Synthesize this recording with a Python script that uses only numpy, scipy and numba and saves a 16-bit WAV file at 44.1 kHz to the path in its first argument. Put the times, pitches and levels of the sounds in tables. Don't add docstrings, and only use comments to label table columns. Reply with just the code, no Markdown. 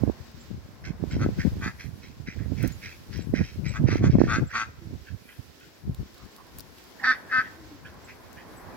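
import sys
import numpy as np
from scipy import signal
from scipy.fft import rfft, irfft, next_fast_len
from scipy.io import wavfile
from scipy.ndimage import uniform_filter1d
from numba import njit

SR = 44100
rng = np.random.default_rng(int(sys.argv[2]) if len(sys.argv) > 2 else 0)


def bounce(signal):
    frames = np.transpose(np.atleast_2d(signal))
    limited = np.clip(frames, -1, 1)
    pcm = np.round(limited * 32767).astype(np.int16)
    wavfile.write(sys.argv[1], SR, pcm)


def volts_from_db(level):
    exponent = np.asarray(level, float) / 20
    return 10 ** exponent


N = 386668
TIME = np.arange(N) / SR
SIDES = np.array([[1], [-1]])

# (full voice from [s], hold [s], level [dB], throat [Hz], treble against the throat [dB], pitch [Hz])
NEAR_QUACKS = [(1.215, 0.029, -38.5, 1510, -10.5, 215.8), (1.635, 0.045, -34, 1600, -12.5, 227),
               (3.76, 0.013, -35.5, 1510, -16, 218.3), (3.915, 0.036, -37, 1590, -10, 227),
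               (4.045, 0.021, -35.5, 1500, -9.5, 216.2), (4.3, 0.0596, -26, 1490, -13.5, 226.6),
               (4.556, 0.0637, -27, 1480, -14, 226.3)]
FAR_QUACKS = [(7.048, 0.064, -22, 1670, -17.5, 256.8), (7.324, .068, -23, 1640, -24, 254.7)]
# (time [s], weakening of every second pulse [0-1], roughness [0-1])
FAR_VOICING = [(7.04, .2, .5), (7.062, .55, .3), (7.08, .06, .04), (7.115, .03, .05), (7.13, 0, .4),
               (7.31, 0, .4), (7.33, .1, .12), (7.36, .03, .04), (7.39, .1, .08), (7.42, .2, .6)]
# (time [s], weakening of every second pulse [0-1])
NEAR_PAIRING = [(4.1, .5), (4.29, .25), (4.34, .6), (4.54, .1), (4.575, .25), (4.59, .6)]
# (full voice from [s], hold [s],
# level [dB], throat [Hz], treble against the throat [dB])
RASPS = [(.855, 0.022, -41, 1850, -6), (1.116, 0.039, -44.5, 1820, -4.5), (1.4, 0.025, -38.5, 1770, -10.5),
         (1.802, 0.031, -43.5, 1900, -6), (2.035, 0.042, -53, 2080, -4), (2.278, 0.052, -49.5, 2060, -7.5),
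         (2.395, 0.039, -52.5, 1720, -21), (2.582, 0.044, -47, 2090, -5.5), (2.632, 0.04, -42.5, 1840, -6),
         (2.832, 0.086, -45, 1970, -7), (3.133, 0.076, -49, 1985, -2), (3.357, 0.067, -39, 1904, -8),
         (3.44, 0.058, -48.5, 2200, 0.5), (3.66, 0.072, -42, 2040, -6), (3.88, 0.1, -40.5, 1953, -7.5),
         (4.11, 0.033, -49.5, 2114, -2.5), (4.2, 0.053, -40.5, 1810, -8.5),
         (4.507, 0.041, -44, 1700, -15.5), (8.09, 0.022, -46, 1920, -16)]
# (full voice from [s], hold [s], level [dB], throat [Hz], treble against the throat [dB])
DISTANT_RASPS = [(5.072, 0.021, -49.5, 1607, -9.5), (5.21, .07, -64.5, 2320, -10.5),
                 (5.292, 0.036, -55.5, 1610, 2.5), (5.612, 0.033, -58.5, 1590, 0.5),
                 (6.2, 0.036, -60, 1150, -20), (6.385, .035, -56, 1050, -18), (7.0, 0.04, -45.5, 1973, -21),
                 (7.02, 0.083, -43, 997, -29), (7.125, .04, -42, 1800, -15),
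                 (7.298, .016, -42.5, 1780, -21), (7.41, 0.056, -47, 1750, -12),
                 (7.858, 0.025, -51, 1620, -5.5), (8.375, 0.035, -53.5, 1850, -3)]
# (centre [Hz], width [Hz], level [dB])
NEAR_LOW = [(2350, 380, -7), (1880, 380, -5), (1300, 220, -2), (240, 150, -22), (850, 600, -18)]
NEAR_HIGH = [(3650, 900, -2), (4400, 1500, 0), (5600, 900, 0), (6200, 700, 0), (11500, 6000, -30)]
FAR_LOW = [(2330, 130, -19.5), (1350, 130, -5), (260, 215, -26), (540, 300, -28.5), (820, 300, -30)]
FAR_HIGH = [(3900, 930, -1), (4440, 720, 1), (4800, 820, -4.5)]
DRAKE_LOW = [(2350, 400, -2), (1600, 300, -5)]
DRAKE_HIGH = [(3200, 430, 0.73), (4080, 307, 2), (5000, 1370, -0.25), (5630, 700, -1.7)]
DISTANT_HIGH = [(1960, 260, 0), (2550, 320, 3), (3050, 400, -2)]
# (attack [s], release [s], drop at both ends [dB], sag while held [dB],
#  throat rise across the call [share], pitch fall in the release, half of it at the onset [share])
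NEAR_HEN = (0.03, 0.042, 18.13, 1.4, 0.066, 0.022)
FAR_HEN = (0.016, 0.036, 15, -2.5, -.02, 0.82)
DRAKE = (.018, 0.06, 15.4, 5, 0.06, .01)
FAR_DRAKE = (0.022, 0.059, 26, 1.3, 0.019, .01)
# (start [s], hold [s], level [dB], port [0 left, 1 right])
GUSTS = [(0.0, 0.09, -20, 1), (0.01, 0.078, -40, 0), (0.491, 0.086, -34, 0), (.56, 0.021, -33, 1),
         (0.706, 0.017, -42, 1), (0.829, 0.026, -38, 0), (0.883, 0.0067, -25, 1), (1.003, 0.072, -26.5, 1),
         (1.132, 0.16, -24, 0), (1.133, 0.19, -30.5, 1), (1.351, 0.063, -26.5, 0), (1.367, 0.031, -30, 1),
         (1.447, 0.053, -21, 0), (1.5, 0.14, -31, 1), (1.56, 0.12, -32, 0), (1.626, 0.051, -27, 1),
         (1.842, 0.1, -36, 1), (2.203, 0.1, -40, 1), (2.363, 0.22, -28, 1), (2.583, 0.089, -20, 1),
         (2.697, 0.062, -33.5, 1), (3.097, 0.23, -30, 0), (3.334, 0.08, -20.5, 1), (3.386, 0.066, -30, 0),
         (3.511, 0.061, -32, 1), (3.581, 0.13, -26.5, 0), (3.742, 0.23, -27, 0), (3.796, 0.153, -19.5, 1),
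         (3.992, 0.097, -22.5, 0), (4.012, 0.076, -17.5, 1), (4.128, 0.0328, -19, 0),
         (4.116, 0.134, -21.5, 1), (4.22, 0.22, -28.5, 0), (4.323, 0.12, -30.5, 1),
         (4.542, 0.0395, -34.5, 1), (4.555, 0.032, -44, 0), (4.74, 0.058, -37.5, 1),
         (4.746, 0.0106, -37.5, 0), (4.862, 0.12, -39, 0), (4.857, 0.11, -36.5, 1), (5.099, 0.062, -40, 1),
         (5.39, 0.009, -32.5, 1), (5.827, 0.09, -36.5, 0), (5.871, 0.059, -32.5, 1),
         (5.443, 0.085, -48.5, 1), (5.988, 0.0263, -31.5, 0), (5.998, 0.0426, -36.5, 1),
         (6.213, 0.043, -40.5, 0)]
# (time [s], level [dB], pitch [Hz], port [0 left, 1 right])
POPS = [(0.036, -4, 253.4, 1), (0.077, -9, 267, 1), (0.098, -8.5, 328, 1), (1.039, -10.5, 289, 1),
        (1.167, -12, 250, 0), (1.263, -7, 297, 0), (1.29, -10.5, 272, 0), (1.389, -13.5, 159, 0),
        (1.451, -8.5, 200, 0), (1.478, -11, 147, 0), (2.522, -15.5, 246, 1), (2.66, -13, 216, 1),
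        (3.193, -17, 253, 0), (3.339, -3, 250, 1), (3.415, -13.5, 226, 1), (3.84, -7.5, 207, 1),
        (3.888, -8.5, 325, 1), (3.957, -6, 288, 1), (4.011, -16, 242, 0), (4.041, -4, 291.4, 1),
        (4.058, -10, 186, 1), (4.153, -5, 237, 0), (4.186, -3.5, 261, 1), (4.205, -4, 290, 1),
        (4.216, 4.5, 296, 1), (4.239, -4, 266, 1), (4.27, -17, 330, 1), (4.385, -9, 217, 1),
        (5.879, -21, 184, 1), (5.896, -16.5, 138, 0)]
# (time [s], left port level [dB], right port level [dB])
BREEZE = [(0, -52, -57.5), (.9, -45, -42.5), (2, -50.5, -44.5), (3, -49.5, -49.5), (4.6, -48, -40),
          (5.2, -68, -52), (5.7, -65, -59.5), (6.2, -67, -53), (6.6, -50.5, -56), (7, -62, -59.5),
          (7.8, -46, -54), (8.3, -57, -51.5), (8.77, -81, -48)]
# (time [s], level [dB], ring [Hz], left minus right [dB])
TICKS = [(0.3167, -50, 4600, -7), (2.6286, -31.5, 15700, 9), (2.6766, -31, 6260, 8),
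         (2.6794, -32.5, 15800, -8), (2.7225, -41.5, 4780, -2), (3.175, -42, 5540, 4),
         (5.6007, -49.5, 3130, 11.5), (5.947, -38, 3830, -0.5), (6.1448, -45, 4300, 0),
         (6.1799, -44.5, 3850, -1), (6.2542, -49, 4470, 1.5), (6.3642, -39, 4580, -2),
         (6.469, -47, 4800, -4), (6.5866, -27, 14800, -1), (6.5964, -32, 4700, -0.5),
         (6.6061, -33, 5170, 9), (6.785, -46, 3200, 12.5), (6.8404, -45, 5000, 3), (7.7255, -50.5, 4440, 2),
         (7.9424, -51, 4270, 6), (8.33, -43, 6960, 9)]
# (time [s], level [dB], pitch [Hz], left minus right [dB])
CHIPS = [(0.408, -56, 7380, 10), (1.111, -56, 7500, 10), (2.7227, -57, 6900, 24), (3.2195, -58, 7600, 12),
         (3.6853, -52, 7760, 16), (3.7594, -61, 7680, 14), (4.472, -54.5, 7470, 6), (6.314, -65.5, 7500, 4),
         (8.047, -57.5, 7660, 9), (8.5714, -56, 7810, 7)]
# (start [s], length [s], first pitch [Hz], last pitch [Hz], level [dB])
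COOS = [(0.147, 0.31, 225, 235.5, -60), (2.11, 0.32, 215, 225.3, -61), (4.808, 0.13, 334, 310.4, -52),
        (7.497, 0.182, 309.7, 325.3, -51.5), (7.704, 0.064, 322, 267, -51)]
# (time [s], level [dB])
TRAFFIC = [(0.0, -54), (0.34, -59), (1.17, -55), (2.15, -60.5), (4.2, -58.5), (5.08, -63), (6.93, -56),
           (7.2, -50.5), (7.74, -55), (8.77, -46)]
# (frequency [Hz], relative level per Hz [dB])
TRAFFIC_COLOUR = [(150, 3.5), (260, 8), (286, 5), (320, 5.5), (633, 3), (934, 2), (1070, 4), (1210, -2.5),
                  (1650, -2), (2500, -12.5), (3250, -40), (5500, -120)]
# (time [s], level [dB])
YARD_LEVEL = [(0, -55), (.6, -57), (1.05, -55.5), (1.5, -52), (2.1, -58), (2.7, -52), (3.1, -55.5),
              (3.58, -56.5), (4.0, -58), (4.45, -54), (4.9, -56.5), (5.5, -56.5), (6.1, -55), (6.6, -55.5),
              (7.2, -52.5), (7.9, -55.5), (8.77, -54.5)]
# (frequency [Hz], relative level per Hz [dB])
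YARD = [(100, -54), (170, 0), (337, 5.5), (721, -8), (808, -22), (1050, -24), (1300, -5.5), (1830, -6),
        (3120, -8), (5110, -7), (8220, -17), (9040, -35.5), (14300, -17), (16000, -16)]
# (time [s], level [dB])
RUSTLE = [(0.0, -70), (0.17, -74), (0.9, -73.5), (1.39, -67), (1.88, -64.5), (2.07, -71), (2.34, -75),
          (2.66, -64.5), (4.25, -73.5), (5.1, -72.5), (5.3, -60), (5.52, -70), (6.13, -70.5), (7.06, -65),
          (7.72, -70), (8.6, -66.5), (8.77, -68)]

POCKET_HZ, POCKET_WIDTH_HZ, BILL_TOP_HZ, PIPE_HZ = 2950, 800, 2750, 1200
ARCH_DB, ARCH_SHARE = 0.87, .012
UNSTEADY_DB, THROAT_WANDER = 2, .035
TREBLE_RIGHT = 0.14
GRASS_T60_S, GRASS_DB = .03, -5.5
ECHO_T60_S, ECHO_DB = .45, -16.5
GUST_RISE_DB_S, GUST_FALL_DB_S = 701, 449
EDDY_OVER_DB, EDDY_SPREAD_DB = 6, 3


def hens():
    even = np.ones(N)
    pairing = np.interp(TIME, *np.transpose(NEAR_PAIRING))
    near = duck(shaped(NEAR_QUACKS, *NEAR_HEN), 0, pairing, .32 * even,
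                NEAR_LOW, NEAR_HIGH, width_hz=374, breath=1.0, puff=0.28)
    s, weak, rough = np.transpose(FAR_VOICING)
    far = duck(shaped(FAR_QUACKS, *FAR_HEN), 0, np.interp(TIME, s, weak), np.interp(TIME, s, rough),
               FAR_LOW, FAR_HIGH, width_hz=390, breath=1.0, puff=0.7)
    return near + far


def drakes():
    even = np.ones(N)
    near = duck(shaped(RASPS, *DRAKE), 95, 0 * even, .8 * even,
                DRAKE_LOW, DRAKE_HIGH, width_hz=520, breath=3, puff=.25, swell=1, sweep=.4)
    far = duck(shaped(DISTANT_RASPS, *FAR_DRAKE), 110, 0 * even, even,
               [], DISTANT_HIGH, width_hz=320, breath=3.4, puff=0.99)
    return near + far


def shaped(rows, attack_s, release_s, ends_db, sag_db, rise, fall):
    calls = []
    for s, hold, db, hz, treble_db, *pitch in rows:
        stop_s = s + hold + release_s * min(hold / .035, 1) ** .5
        calls.append([
            (s - attack_s, db - ends_db, hz * (1 - rise), treble_db - 2.5, *[p * (1 - fall / 2) for p in pitch]),
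            (s, db, hz * (1 - rise / 2), treble_db, *pitch),
            (s + hold / 2, db - sag_db / 2 + ARCH_DB, hz, treble_db, *[p * (1 + ARCH_SHARE) for p in pitch]),
            (s + hold, db - sag_db, hz * (1 + rise / 2), treble_db, *pitch),
            (stop_s, db - sag_db - ends_db, hz * (1 + rise), treble_db - 0.5, *[p * (1 - fall) for p in pitch])])
    return calls


def duck(calls, steady_hz, weak, rough, low, high, width_hz, breath, puff, swell=0, sweep=0):
    out = np.zeros((2, N))
    wander = 1 + THROAT_WANDER * rough * walk(25)
    effort = volts_from_db(UNSTEADY_DB * np.sqrt(rough) * walk(45))
    pipe = signal.butter(4, PIPE_HZ, "high", fs=SR, output="sos")
    bill = signal.butter(4, BILL_TOP_HZ, fs=SR, output="sos")
    for call in calls:
        s, db, throat_hz, treble_db, *pitch = np.transpose(call)
        span = slice(int(s[0] * SR), int(s[-1] * SR))
        t = TIME[span]
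        hz = np.interp(t, s, pitch[0]) if pitch else steady_hz + 0 * t
        pulses, phase = flaps(hz, .15 * rough[span], weak[span], rng.standard_normal((200, 2)))
        air = unit(phase ** swell * np.exp(-phase / puff) * rng.standard_normal(len(t)))
        source = unit(pulses) + breath * rough[span] * air
        climb = 1 + sweep * (phase - .25)
        piped = signal.sosfilt(pipe, source)
        throat = np.interp(t, s, throat_hz)
        glide = throat / np.mean(throat_hz)
        body = band(piped if throat_hz[0] > PIPE_HZ else source, throat * wander[span] * climb, width_hz)
        for f, width, g in low:
            body = body + volts_from_db(g) * band(piped if f > PIPE_HZ else source, f * glide * climb, width)
        body = body - svf(body, POCKET_HZ + 0 * t, POCKET_WIDTH_HZ + 0 * t)
        body = signal.sosfilt(bill, body)
        slide = wander[span] * glide ** 0.37
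        top = unit(sum(volts_from_db(g) * band(source + 10.0 * air, f * slide, width) for f, width, g in high))
        edges = np.clip(np.minimum(t - s[0], s[-1] - t) / 0.00072, 0, 1)
        loudness = edges * effort[span]
        treble = volts_from_db(np.interp(t, s, treble_db)) * top
        voice = loudness * volts_from_db(np.interp(t, s, db)) * (unit(body) + treble)
        moved = loudness * volts_from_db(np.interp(t, s, db + treble_db)) * TREBLE_RIGHT * -SIDES * top
        out[:, span] += voice + moved
        near_scatter = signal.fftconvolve(scatter(GRASS_T60_S, GRASS_DB, 0), voice[None])
        add(out, s[0], near_scatter, 0)
    return out


@njit
def flaps(hz, jitter, weak, chance):
    pulses, phase, p, k = np.zeros(len(hz) + 1), np.empty(len(hz)), 0., 0
    for i in range(len(hz)):
        step = hz[i] * np.exp(jitter[i] * chance[k, 0]) / SR
        p += step
        if p >= 1:
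            p, k = p - 1, k + 1
            size = (1 - weak[i] * (k % 2)) * np.exp(2 * jitter[i] * chance[k, 1])
            pulses[i] += size * p / step
            pulses[i + 1] += size * (1 - p / step)
        phase[i] = p
    return pulses[:-1], phase


def scatter(t60_s, db, after_s):
    t = np.arange(int(t60_s * SR)) / SR
    cloud = rng.standard_normal((2, len(t))) * np.exp(-np.log(1000) * t / t60_s) * (t >= after_s)
    return volts_from_db(db) * cloud / np.sqrt(np.sum(cloud ** 2, axis=1, keepdims=True))


def wind():
    s, *ports = np.transpose(BREEZE)
    air_db = np.array([np.interp(TIME, s, curve) for curve in ports])
    for s, hold, db, port in GUSTS:
        rise = np.maximum(GUST_RISE_DB_S * (s - TIME), 0)
        fall = np.maximum(GUST_FALL_DB_S * (TIME - s - hold), 0)
        air_db[round(port)] = np.maximum(air_db[round(port)], db - rise - fall)
    out = np.zeros((2, N))
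    for port, curve in zip(out, air_db):
        db = curve - 1.5 + 4 * walk(50) + walk(12)
        hz = 70 * volts_from_db(0.16 * np.clip(db + 36.0, -10, 35))
        noise = rng.standard_normal(N)
        rumble = svf(band(noise, hz, 1.71 * hz), hz, 3.45 * hz)
        port += volts_from_db(db) * rumble / np.sqrt(hz * 2.28 / SR)
    lesser = []
    for at, e, f, p in rng.random((250, 4)):
        s = .05 + 8.6 * at
        db = air_db[round(p), int(s * SR)] + EDDY_OVER_DB - EDDY_SPREAD_DB * np.log(1 - e)
        lesser.append((s, db, 106.35 + 150 * f, p))
    turn = rng.uniform(0, 2 * np.pi, (len(POPS) + len(lesser), 1))
    for (s, db, hz, port), angle in zip([*POPS, *lesser], turn):
        for f, g in [(hz, db), (2.34 * hz, db - 18.5)]:
            lump, i = eddy(f, angle), int(s * SR - 1.5 * SR / f)
            out[round(port), i:i + len(lump)] += volts_from_db(g) * lump
    return out


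def eddy(hz, angle):
    cycles = np.arange(-int(1.5 * SR / hz), int(3 * SR / hz)) * hz / SR
    decay = np.where(cycles < 0, (cycles / 0.26) ** 2, (np.hypot(cycles, .1) - .1) / 0.6)
    return np.cos(2 * np.pi * cycles + angle) * np.exp(-decay)


def ticks():
    out, t = np.zeros((2, N)), np.arange(900) / SR
    faint = rng.random((500, 4)) * [8.7, 8, 11000, 10] + [.01, -68, 2500, -2]
    for s, db, hz, pan_db in [*TICKS, *faint]:
        crackle = np.diff(rng.standard_normal((2, len(t) + 1)))
        crackle = crackle * np.exp(-t / .003) * np.minimum(t / .003, 1) ** 2
        ring = np.sin(2 * np.pi * hz * t) * np.exp(-np.abs(t - .003) / .0002)
        add(out, s - .003, volts_from_db(db) * (.9 * crackle + 1.2 * ring), pan_db)
    return out


def chips():
    out, t = np.zeros((2, N)), np.arange(int(0.026 * SR)) / SR
    warble = np.sin(2 * np.pi * 95 * t)
    for s, db, hz, pan_db in CHIPS:
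        phase = 2 * np.pi * np.cumsum(hz * (1 + 0.013 * warble)) / SR
        chip = np.abs(np.sin(np.pi * t / t[-1])) * np.sin(phase)
        add(out, s - .006, volts_from_db(db) * chip, pan_db)
        add(out, s + 0.016, volts_from_db(db - 10) * chip, pan_db)
    return out


def dove():
    out, waver, swell = np.zeros(N), 1 + .04 * walk(50), volts_from_db(3.5 * walk(25))
    for s, length, from_hz, to_hz, db in COOS:
        gate = np.clip(np.minimum(TIME - s, s + length - TIME) / 0.0117, 0, 1)
        hz = np.interp(TIME, [s, s + length], [from_hz, to_hz]) * waver
        phase = 2 * np.pi * np.cumsum(hz) / SR
        out += gate * volts_from_db(db) * swell * np.sqrt(2) * np.sin(phase)
    return out


def yard():
    swell = volts_from_db(np.interp(TIME, *np.transpose(TRAFFIC)) + walk(8.1))
    traffic = coloured(TRAFFIC_COLOUR) + 0.656 * SIDES * coloured(TRAFFIC_COLOUR)
    hiss_db = np.interp(TIME, *np.transpose(YARD_LEVEL)) + walk(5.05)
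    hiss = np.array([coloured(YARD) * volts_from_db(hiss_db + 1.73 * walk(22)) for _ in range(2)])
    rustle = np.array([unit(band(rng.standard_normal(N), 11680, 9400)) * volts_from_db(2.0 * walk(25))
                       for _ in range(2)])
    rustle_db = np.interp(TIME, *np.transpose(RUSTLE)) + 2.5 * SIDES
    return swell * traffic + hiss + rustle * volts_from_db(rustle_db)


@njit
def svf(x, hz, width):
    y, b, l = np.empty(len(x)), 0., 0.
    for i in range(len(x)):
        g, k = np.tan(np.pi * hz[i] / SR), width[i] / hz[i]
        v = (b + g * (x[i] + 1e-18 - l)) / (1 + g * (g + k))
        b, l, y[i] = 2 * v - b, l + 2 * g * v, k * v
    return y


def band(x, hz, width):
    hz, width = hz + np.zeros(len(x)), width + np.zeros(len(x))
    return svf(svf(x, hz, width), hz, width)


def unit(x):
    return x / np.sqrt(np.mean(x ** 2))


def walk(rate):
    k = int(SR / rate)
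    held = np.repeat(rng.standard_normal(N // k + 1), k)
    return unit(uniform_filter1d(uniform_filter1d(held, k), k)[:N])


def coloured(points):
    hz, db = np.transpose(points)
    size = next_fast_len(N)
    f = np.maximum(np.arange(size // 2 + 1) * SR / size, 1)
    gain = volts_from_db(np.interp(np.log(f), np.log(hz), db))
    return unit(irfft(rfft(rng.standard_normal(size)) * gain, size)[:N])


def add(out, s, sound, pan_db):
    i = int(s * SR)
    out[:, i:i + sound.shape[-1]] += volts_from_db(SIDES * pan_db / 2) * sound[..., :N - i]


def scene():
    loud, hoarse = hens(), drakes()
    echo = signal.fftconvolve(scatter(ECHO_T60_S, ECHO_DB, .006), (loud + hoarse)[:1])[:, :N]
    birds = loud * volts_from_db(0.25 * SIDES) + hoarse * volts_from_db(-1.2 * SIDES) + echo
    birds[1] = np.roll(birds[1], 3)
    return birds + wind() + ticks() + chips() + dove() + yard()


def low_pass(x):
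    return signal.sosfilt(signal.butter(12, 15900, fs=SR, output="sos"), x)


def record(dry):
    bass_cut = signal.sosfilt(signal.butter(3, 54, "high", fs=SR, output="sos"), dry)
    return low_pass(np.tanh(bass_cut))


dry = scene()
out = record(dry)
bounce(out)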